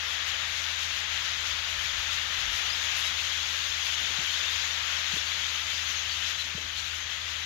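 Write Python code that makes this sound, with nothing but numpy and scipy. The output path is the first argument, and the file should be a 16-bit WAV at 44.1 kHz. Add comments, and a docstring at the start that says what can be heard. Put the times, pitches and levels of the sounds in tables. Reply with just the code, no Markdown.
"""Blackbird flock over a field at dawn

A huge flock streams over the microphones: beating wings are shaped noise, merged into a rush, and gliding
whistles and raspy chucks make the chatter; a few near calls stand out. An engine idles close by as a low
tone over a rumble, a breeze touches the microphone as lumps of low noise, soft rustles puff beside it,
and far thuds, perhaps shots, arrive as a boom and a slap. The right channel is weak and dull."""
import sys
import numpy as np
from scipy.fft import rfft, irfft, next_fast_len
from scipy.io import wavfile
from scipy.ndimage import uniform_filter1d, map_coordinates

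SR = 44100
rng = np.random.default_rng(int(sys.argv[2]) if len(sys.argv) > 2 else 0)


def dump(signal):
    """Clip the signal to [-1, 1] and save it as 16-bit WAV at the path in sys.argv[1]."""
    limited = np.clip(np.atleast_2d(signal).T, -1, 1)
    pcm = np.round(limited * 32767).astype(np.int16)
    wavfile.write(sys.argv[1], SR, pcm)


N = 328545  # samples

# Colour of the calling. Each row: frequency in Hz, gain in dB.
CALL_COLOUR = [(1200, -26), (2200, -5.5), (3150, 0), (3800, -1.5), (4600, -6), (5400, -8), (6500, -4),
               (7100, -9), (7800, -22), (8600, -31), (11500, -34.5), (16000, -46)]
# Colour of the calls' bright edge. Each row: frequency in Hz, gain in dB.
EDGE_COLOUR = [(5000, -40), (7500, -23), (8700, -7.5), (10000, 2), (11700, 5), (13500, 1.5), (16000, -6)]
# How alike the two microphones hear a wide field. Each row: frequency in Hz, left-right likeness (1 = same).
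LIKENESS = [(60, 0.95), (200, 0.87), (380, 0.83), (700, 0.64), (1300, 0.045), (4000, 0.052)]


def amp(db):
    """Decibels to gain."""
    return 10 ** (np.asarray(db) / 20)


def unit(x):
    """Scale to rms 1."""
    return x / np.sqrt(np.mean(x ** 2) + 1e-20)


def along(points, hz):
    """Read (Hz, value) points on a log frequency axis."""
    f, v = np.transpose(points)
    return np.interp(np.log(hz + 1), np.log(f + 1), v)


def curve(rows):
    """Join (seconds, value) points by straight lines, one value per sample."""
    s, v = np.transpose(rows)
    return np.interp(np.arange(N) / SR, s, v)


def wobble(rate):
    """A smooth random curve with rate knots a second."""
    knots = rng.standard_normal(int(N * rate / SR) + 4)
    return map_coordinates(knots, [np.arange(N) * rate / SR])


def filtered(x, response):
    """Multiply the spectrum of x by a response of frequency."""
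    m = next_fast_len(N + SR // 2)
    return irfft(rfft(x, m) * response(np.fft.rfftfreq(m, 1 / SR)), m)[..., :N]


def diffuse(pair, spectrum):
    """Colour two unrelated signals into a wide stereo field whose middle has rms 1."""
    def middle_and_side(hz):
        # the angle shares power between middle and side to give the wanted likeness
        angle = np.arccos(np.clip(along(LIKENESS, hz), -1, 1)) / 2
        return amp(along(spectrum, hz)) * [np.cos(angle), np.sin(angle)]
    mid, side = filtered(pair, middle_and_side)
    return np.array([mid + side, mid - side]) / np.std(mid)


def noise():
    """Two unrelated white noises."""
    return rng.standard_normal((2, N))


def scatter(starts, rows):
    """Sum short sounds, one a row, at their start times in seconds."""
    at = np.round(starts * SR).astype(int)[:, None] + np.arange(rows.shape[1])
    inside = (at >= 0) & (at < N)
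    return np.bincount(at[inside], rows[inside], N)


def breeze():
    """Air on the microphone: soft lumps of low noise, different on each port."""
    # Colour of the air. Each row: frequency in Hz, gain in dB.
    air_colour = [(15, -17), (35, -6), (50, 4), (70, -2), (120, -12), (400, -44)]
    # Gusts. Each row: time in seconds, level in dB before the trim and chance swelling below.
    gusts = [(0, -74), (1.3, -63), (1.9, -52), (2.25, -60), (2.5, -51), (2.75, -67), (6.2, -83), (6.8, -58),
             (7.45, -75)]
    lumps = unit(filtered(noise(), lambda hz: amp(along(air_colour, hz))))
    trim_db = 1.5
    return amp(curve(gusts) + 1.4 * wobble(12) + trim_db) * lumps


def engine(hum_hz=80, hum_db=-51.0, rumble_db=-58.0):
    """A slightly unsteady low hum with faint added partials, over a low rumble."""
    # Colour of the rumble. Each row: frequency in Hz, gain in dB.
    rumble_colour = [(20, -24), (35, -23), (55, 3.5), (80, -0.5), (110, -2.5), (160, -6), (220, -13),
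                     (260, -10.5), (330, -15.5), (600, -20), (2000, -39)]
    # The hum and the faint partials added over it. Each row: multiple of the hum's pitch, relative level in dB.
    partials = [(1, -0.5), (2, -28), (3.25, -28.5)]
    phase = 2 * np.pi * np.cumsum(hum_hz + 0.375 * wobble(5)) / SR
    hum = np.sqrt(2) * sum(amp(db) * np.sin(k * phase) for k, db in partials)
    rumble = diffuse(noise(), rumble_colour)
    return amp(hum_db + .3 * wobble(3.7)) * hum + amp(rumble_db) * rumble


def thuds(boom_hz=160, boom_s=0.014, slap_hz=430, slap_s=0.0017, delay_s=.031, repeat_s=0.0066):
    """A low boom of about two cycles, then a thin, sharp double slap off the surroundings."""
    # Far thuds. Each row: start in seconds, nominal peak in dB.
    far_thuds = [(4.186, -38), (5.1357, -35), (6.549, -34)]
    s, db = np.transpose(far_thuds)
    size = amp(db)[:, None]
    t = np.arange(SR // 20) / SR
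    boom_swell = np.sin(np.pi * np.clip(t / boom_s, 0, 1) ** .5)
    boom = size * np.sin(2 * np.pi * boom_hz * t) * boom_swell
    slap = -size * np.sin(2 * np.pi * slap_hz * t) * np.exp(-t / slap_s)
    slaps = scatter(s + delay_s, slap) + .5 * scatter(s + delay_s + repeat_s, slap)
    return scatter(s, boom) + slaps


def rustles():
    """Brief, dull puffs of noise near the microphone, each with a bell-shaped swell."""
    # Rustles. Each row: middle in seconds, time from the peak to 1/e of it in seconds, level in dB.
    puffs = [(4.025, 0.025, -53.5), (4.11, .02, -55), (4.212, 0.027, -53), (5.174, 0.021, -58),
             (6.465, 0.022, -58), (6.6, 0.078, -59)]
    t = np.arange(N) / SR
    swell = sum(amp(db) * np.exp(-((t - s) / width) ** 2) for s, width, db in puffs)
    dull = [(100, -18), (250, -4.5), (400, -2), (700, -12), (1500, -35), (4000, -70)]  # Hz, dB
    return swell * diffuse(noise(), dull)


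def chips(length, hz, glide, rasp, overtone_db, count=4400):
    """One call a row, count samples long: a gliding whistle with two overtones, frayed by fast pitch jitter."""
    u = np.clip(np.arange(count) / SR / length[:, None], 0, 1)  # progress through the call
    jitter = unit(uniform_filter1d(rng.standard_normal(u.shape), size=24, axis=1))
    octaves = glide[:, None] * (u - .5) + 0.197 * rasp[:, None] * jitter
    pitch = hz[:, None] * 2 ** octaves
    phase = (2 * np.pi * np.cumsum(pitch, axis=1) / SR).astype(np.float32)
    overtones = np.sin(2 * phase) + .5 * np.sin(3 * phase)
    voice = np.sin(phase) + amp(overtone_db) * overtones
    return np.sqrt(2) * np.sin(np.pi * u) * voice


def middle_birds(pitch_hz=3700, spread_octaves=.25, length_s=0.0456, level_spread_db=2, count=190):
    """Some two dozen clean chips a second from the middle distance, in the centre of the stereo field."""
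    when, span = rng.uniform(size=(count, 2)).T
    tune, slide, size = np.clip(rng.standard_normal((count, 3)), -2, 2).T
    hz = pitch_hz * 2 ** (spread_octaves * tune)
    rasp = np.full(count, .06)
    calls = chips(length_s * (.5 + span), hz, 0.079 * slide, rasp, overtone_db=-4)
    calls = calls * amp(level_spread_db * size)[:, None]
    starts = (np.arange(count) + when) / count * N / SR
    line = scatter(starts, calls)
    # Hz, dB
    colour = [(2500, -6), (3500, 0), (5000, -4), (6600, -6), (8500, -18), (11500, -13), (15000, -24)]
    return unit(filtered(line, lambda hz: amp(along(colour, hz))))


def chucks(pitch_hz=1283, grain_db=1.5, grain_per_s=300):
    """Harsh chucks of nearer birds: short rasps, part noise and part rough harmonics, with a bright edge."""
    # Chucks. Each row: middle in seconds, length in seconds, level in dB before the trim below,
    # bright edge against that in dB before its own trim, voiced share from 0 to 1.
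    harsh_calls = [(0.14, .06, -41, -27, 0.15), (0.29, .07, -40, -22, 0.06),
                   (0.60, 0.162, -41.5, -23, 0.15), (0.83, .11, -41.5, -22, 0.2),
                   (1.25, .05, -41.5, -30, .1), (1.48, .13, -43, -21, .1), (1.70, .06, -44, -17, .1),
                   (1.84, .07, -45.5, -17, 0.2), (1.99, .05, -45, -14, .1), (2.14, .09, -39, -22, .1),
                   (2.41, .05, -41, -21, .1), (2.57, .15, -40, -19, 0.3), (2.84, .09, -41.5, -18, .2),
                   (2.99, .09, -41.5, -12, .5), (3.07, .09, -42, -16, .7), (3.87, .07, -46.5, -13, .1),
                   (3.93, .07, -38, -28, .1), (4.332, .07, -42, -21, .1), (4.52, .07, -44, -17, .1),
                   (5.16, .09, -42, -18, 0), (5.90, .09, -47, -14, 0.2), (6.30, .12, -43, -25, 0.2),
                   (6.386, .06, -48, -27, .1), (6.79, .10, -41, -23, .1), (6.96, 0.114, -45, -19, .2),
                   (7.30, .07, -45, -24, .1)]
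    body_trim_db, edge_trim_db = -1.5, -1.5
    rise_octaves, drift_octaves, jitter_octaves = 0.069, .015, 0.00808  # within a chuck, slow, fast
    t = np.arange(N) / SR
    body, edge, rise, share = np.zeros((4, N))
    for s, length, db, bright_db, voiced in harsh_calls:
        u = (t - s) / length
        sounding = abs(u) < .5
        swell = amp(db) * np.cos(np.pi * u[sounding])
        body[sounding] += swell
        edge[sounding] += amp(bright_db) * swell
        rise[sounding] = u[sounding]
        share[sounding] = voiced
    octaves = rise_octaves * rise + drift_octaves * wobble(5) + jitter_octaves * wobble(grain_per_s)
    phase = 2 * np.pi * np.cumsum(pitch_hz * 2 ** octaves) / SR
    # harmonics 3 to 10, with unrelated starting phases on the two sides
    voice = unit(sum(np.sin(k * phase + rng.uniform(0, 2 * np.pi, (2, 1))) for k in range(3, 11)))
    throat = np.sqrt(share) * voice + np.sqrt(1 - share) * noise()
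    throat = throat * amp(grain_db * wobble(grain_per_s))
    dark = amp(body_trim_db) * body * diffuse(throat, CALL_COLOUR)
    bright = amp(edge_trim_db) * edge * diffuse(throat, EDGE_COLOUR)
    return dark + bright


def near_calls():
    """Clear chips of near birds and a few strong third harmonics of the harsh chucks, as gliding whistles."""
    # Whistles. Each row: middle in seconds, length in seconds, pitch in Hz, glide in octaves,
    # level in dB before the trim below, rasp from 0 to 1.
    # The rows at 2.56, 2.985 and 3.07 s are third harmonics of chucks, the others clear chips.
    whistles = [(0.492, 0.06, 3620, 0, -43, 0.16), (1.30, .05, 4900, -.05, -43, 0.1),
                (1.515, .044, 4700, 0.046, -43, .05), (2.56, 0.099, 3810, 0.0096, -42, .15),
                (2.705, 0.026, 4880, .04, -34.5, 0.08), (2.735, .03, 5040, .06, -36, .02),
                (2.845, .04, 3360, -0.062, -36, .1), (2.985, .06, 3480, 0.14, -48, 0.35),
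                (3.07, 0.11, 3840, 0.062, -40, 0.04), (4.32, .08, 4260, 0, -41, .2),
                (4.655, .05, 6800, -.05, -40, .25), (5.28, .06, 4520, -.03, -40, .1),
                (5.684, 0.042, 3800, -0.0056, -42, .2), (5.868, .06, 4300, .08, -44, .15),
                (5.90, 0.077, 6100, -.127, -40, .06), (5.982, .083, 6430, 0, -38.5, .3),
                (6.125, 0.058, 4530, -0.024, -39, .15), (6.305, .03, 5650, .06, -45, .08),
                (6.405, 0.068, 4020, .007, -35, 0.2), (6.602, .07, 2620, -0.031, -48, 0),
                (6.788, 0.044, 4260, -.04, -37.5, 0.13), (7.02, .11, 6370, -0.031, -44, .12),
                (7.142, 0.079, 3240, 0.079, -41, .3), (7.42, 0.047, 3900, .11, -47, .2)]
    trim_db = -7.0
    s, length, hz, glide, db, rasp = np.transpose(whistles)
    calls = chips(length, hz, glide, rasp, overtone_db=-11.5) * amp(db + trim_db)[:, None]
    # Hz, dB: the overtones are unevenly coloured, weak near 9.8 kHz and lifted near 10.5 kHz
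    treble = [(7000, 4), (8200, -12.0), (9800, -24.0), (10500, 7), (12500, -10), (14500, -20)]
    return filtered(scatter(s - length / 2, calls), lambda f: amp(along(treble, f)))


def wings(beat_hz=13, swish_s=0.0078, near_share=0.15, count=120):
    """Far wings blur into a rush of noise; each nearer bird adds a train of swishes as it passes."""
    # Colour of the wings. Each row: frequency in Hz, gain in dB.
    wing_colour = [(200, -25), (340, -24.5), (480, -16), (700, -12.5), (1000, -8.5), (1350, -3), (1850, 0),
                   (2500, -1.5), (3500, -1), (6000, -20), (8500, -56), (16000, -50)]
    t = np.arange(SR) / SR  # each pass lasts a second
    when, pace, start, size = rng.uniform(size=(count, 4)).T
    rate = beat_hz * (1 + .5 * (pace[:, None] - .5))
    from_stroke = ((t * rate + start[:, None]) % 1 - .5) / rate  # seconds from the nearest stroke
    passing = np.sin(np.pi * t) ** 2
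    power = amp(10 * size[:, None]) * passing * np.exp(-(from_stroke / swish_s) ** 2)
    beats = scatter(when * (N / SR + 1) - 1, power)
    total_power = 1 - near_share + near_share * beats / beats.mean()
    return diffuse(noise() * np.sqrt(total_power), wing_colour)


def chatter(spread_db=1.8, distinct=.36, count=2600):
    """Hundreds of chips and raspy chucks a second, over the noise blur of the farthest birds."""
    when, span, kind, rough = rng.uniform(size=(count, 4)).T
    tune, slide, size = np.clip(rng.standard_normal((count, 3)), -2, 2).T
    hz = np.where(kind < .7, 3400, 5900) * 2 ** (.27 * tune)
    length = 0.01165 + 0.0344 * span
    rasp = .08 + .5 * rough
    calls = chips(length, hz, 0.1035 * slide, rasp, overtone_db=-6.5, count=2400)
    calls = calls * amp(spread_db * size)[:, None]
    # the calls fill the time evenly, and each has its own delay between the paired signals
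    starts = (np.arange(count) + when) / count * N / SR - .02
    lag = rng.uniform(-1, 1, count) * .0004
    pair = np.array([scatter(starts + side * lag, calls) for side in (0, 1)])
    single_calls = diffuse(pair, CALL_COLOUR)
    blur = diffuse(noise(), CALL_COLOUR)
    return np.sqrt(distinct) * single_calls + np.sqrt(1 - distinct) * blur


def flock(edge_db=-22.5, middle_db=-12.5):
    """Wings, chips and chatter swell as the birds stream over; the bright edge follows the chatter."""
    # Wing rush, thinning near the end. Each row: time in seconds, level in dB before trim and swelling.
    rush_level = [(0, -39.5), (1.2, -39.5), (2.6, -39.5), (4.0, -40), (5.1, -39.5), (5.5, -40.5),
                  (6.3, -41), (6.5, -43.5), (7.45, -43.5)]
    # Calling of the crowd. Each row: time in seconds, level in dB before trim and swelling.
    crowd_level = [(0, -40.5), (1.2, -40), (2.35, -39), (2.85, -38), (3.25, -38.5), (3.9, -37), (5.1, -38),
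                   (5.9, -38.5), (6.35, -39.5), (6.52, -42.8), (7.45, -43)]
    wing_trim_db, chatter_trim_db = 1.0, -0.24
    wing_db = curve(rush_level) + .55 * wobble(16) + wing_trim_db
    chatter_db = curve(crowd_level) + 0.71 * wobble(14) + chatter_trim_db
    # middle birds and bright edge are set against the chatter
    middle = amp(middle_db) * middle_birds()
    edge = amp(edge_db + 0.8 * wobble(30)) * diffuse(noise(), EDGE_COLOUR)
    calling = chatter() + middle + edge
    return amp(wing_db) * wings() + amp(chatter_db) * calling


def scene():
    """Open air: all sources add up, with no reverberation."""
    return flock() + chucks() + near_calls() + engine() + breeze() + rustles() + thuds()


def record(dry, top_hz=15850):
    """The right port is muffled against the left; nothing passes above the band limit."""
    # Imbalance of the microphone pair. Each row: frequency in Hz, left minus right in dB.
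    imbalance = [(60, 5), (300, 7), (770, 6.5), (1200, 9.1), (1800, 13), (2700, 15.4), (4000, 16.5),
                 (5200, 19.3), (6700, 27.5), (7600, 17), (8700, 7.7), (11300, 6.5), (13000, 15),
                 (15000, 28)]

    def ports(hz):
        right = amp(-along(imbalance, hz))
        # level of the middle of the pair, divided out: the middle stays unchanged where the ports are alike,
        # and rises by up to 3 dB where they are unrelated
        likeness = np.clip(along(LIKENESS, hz), 0, 1)
        middle = np.sqrt(1 + right ** 2 + 2 * right * likeness) / 2
        return np.array([np.ones_like(hz), right]) / middle * (hz < top_hz)
    return filtered(dry, ports)


dry = scene()
out = record(dry)
dump(out)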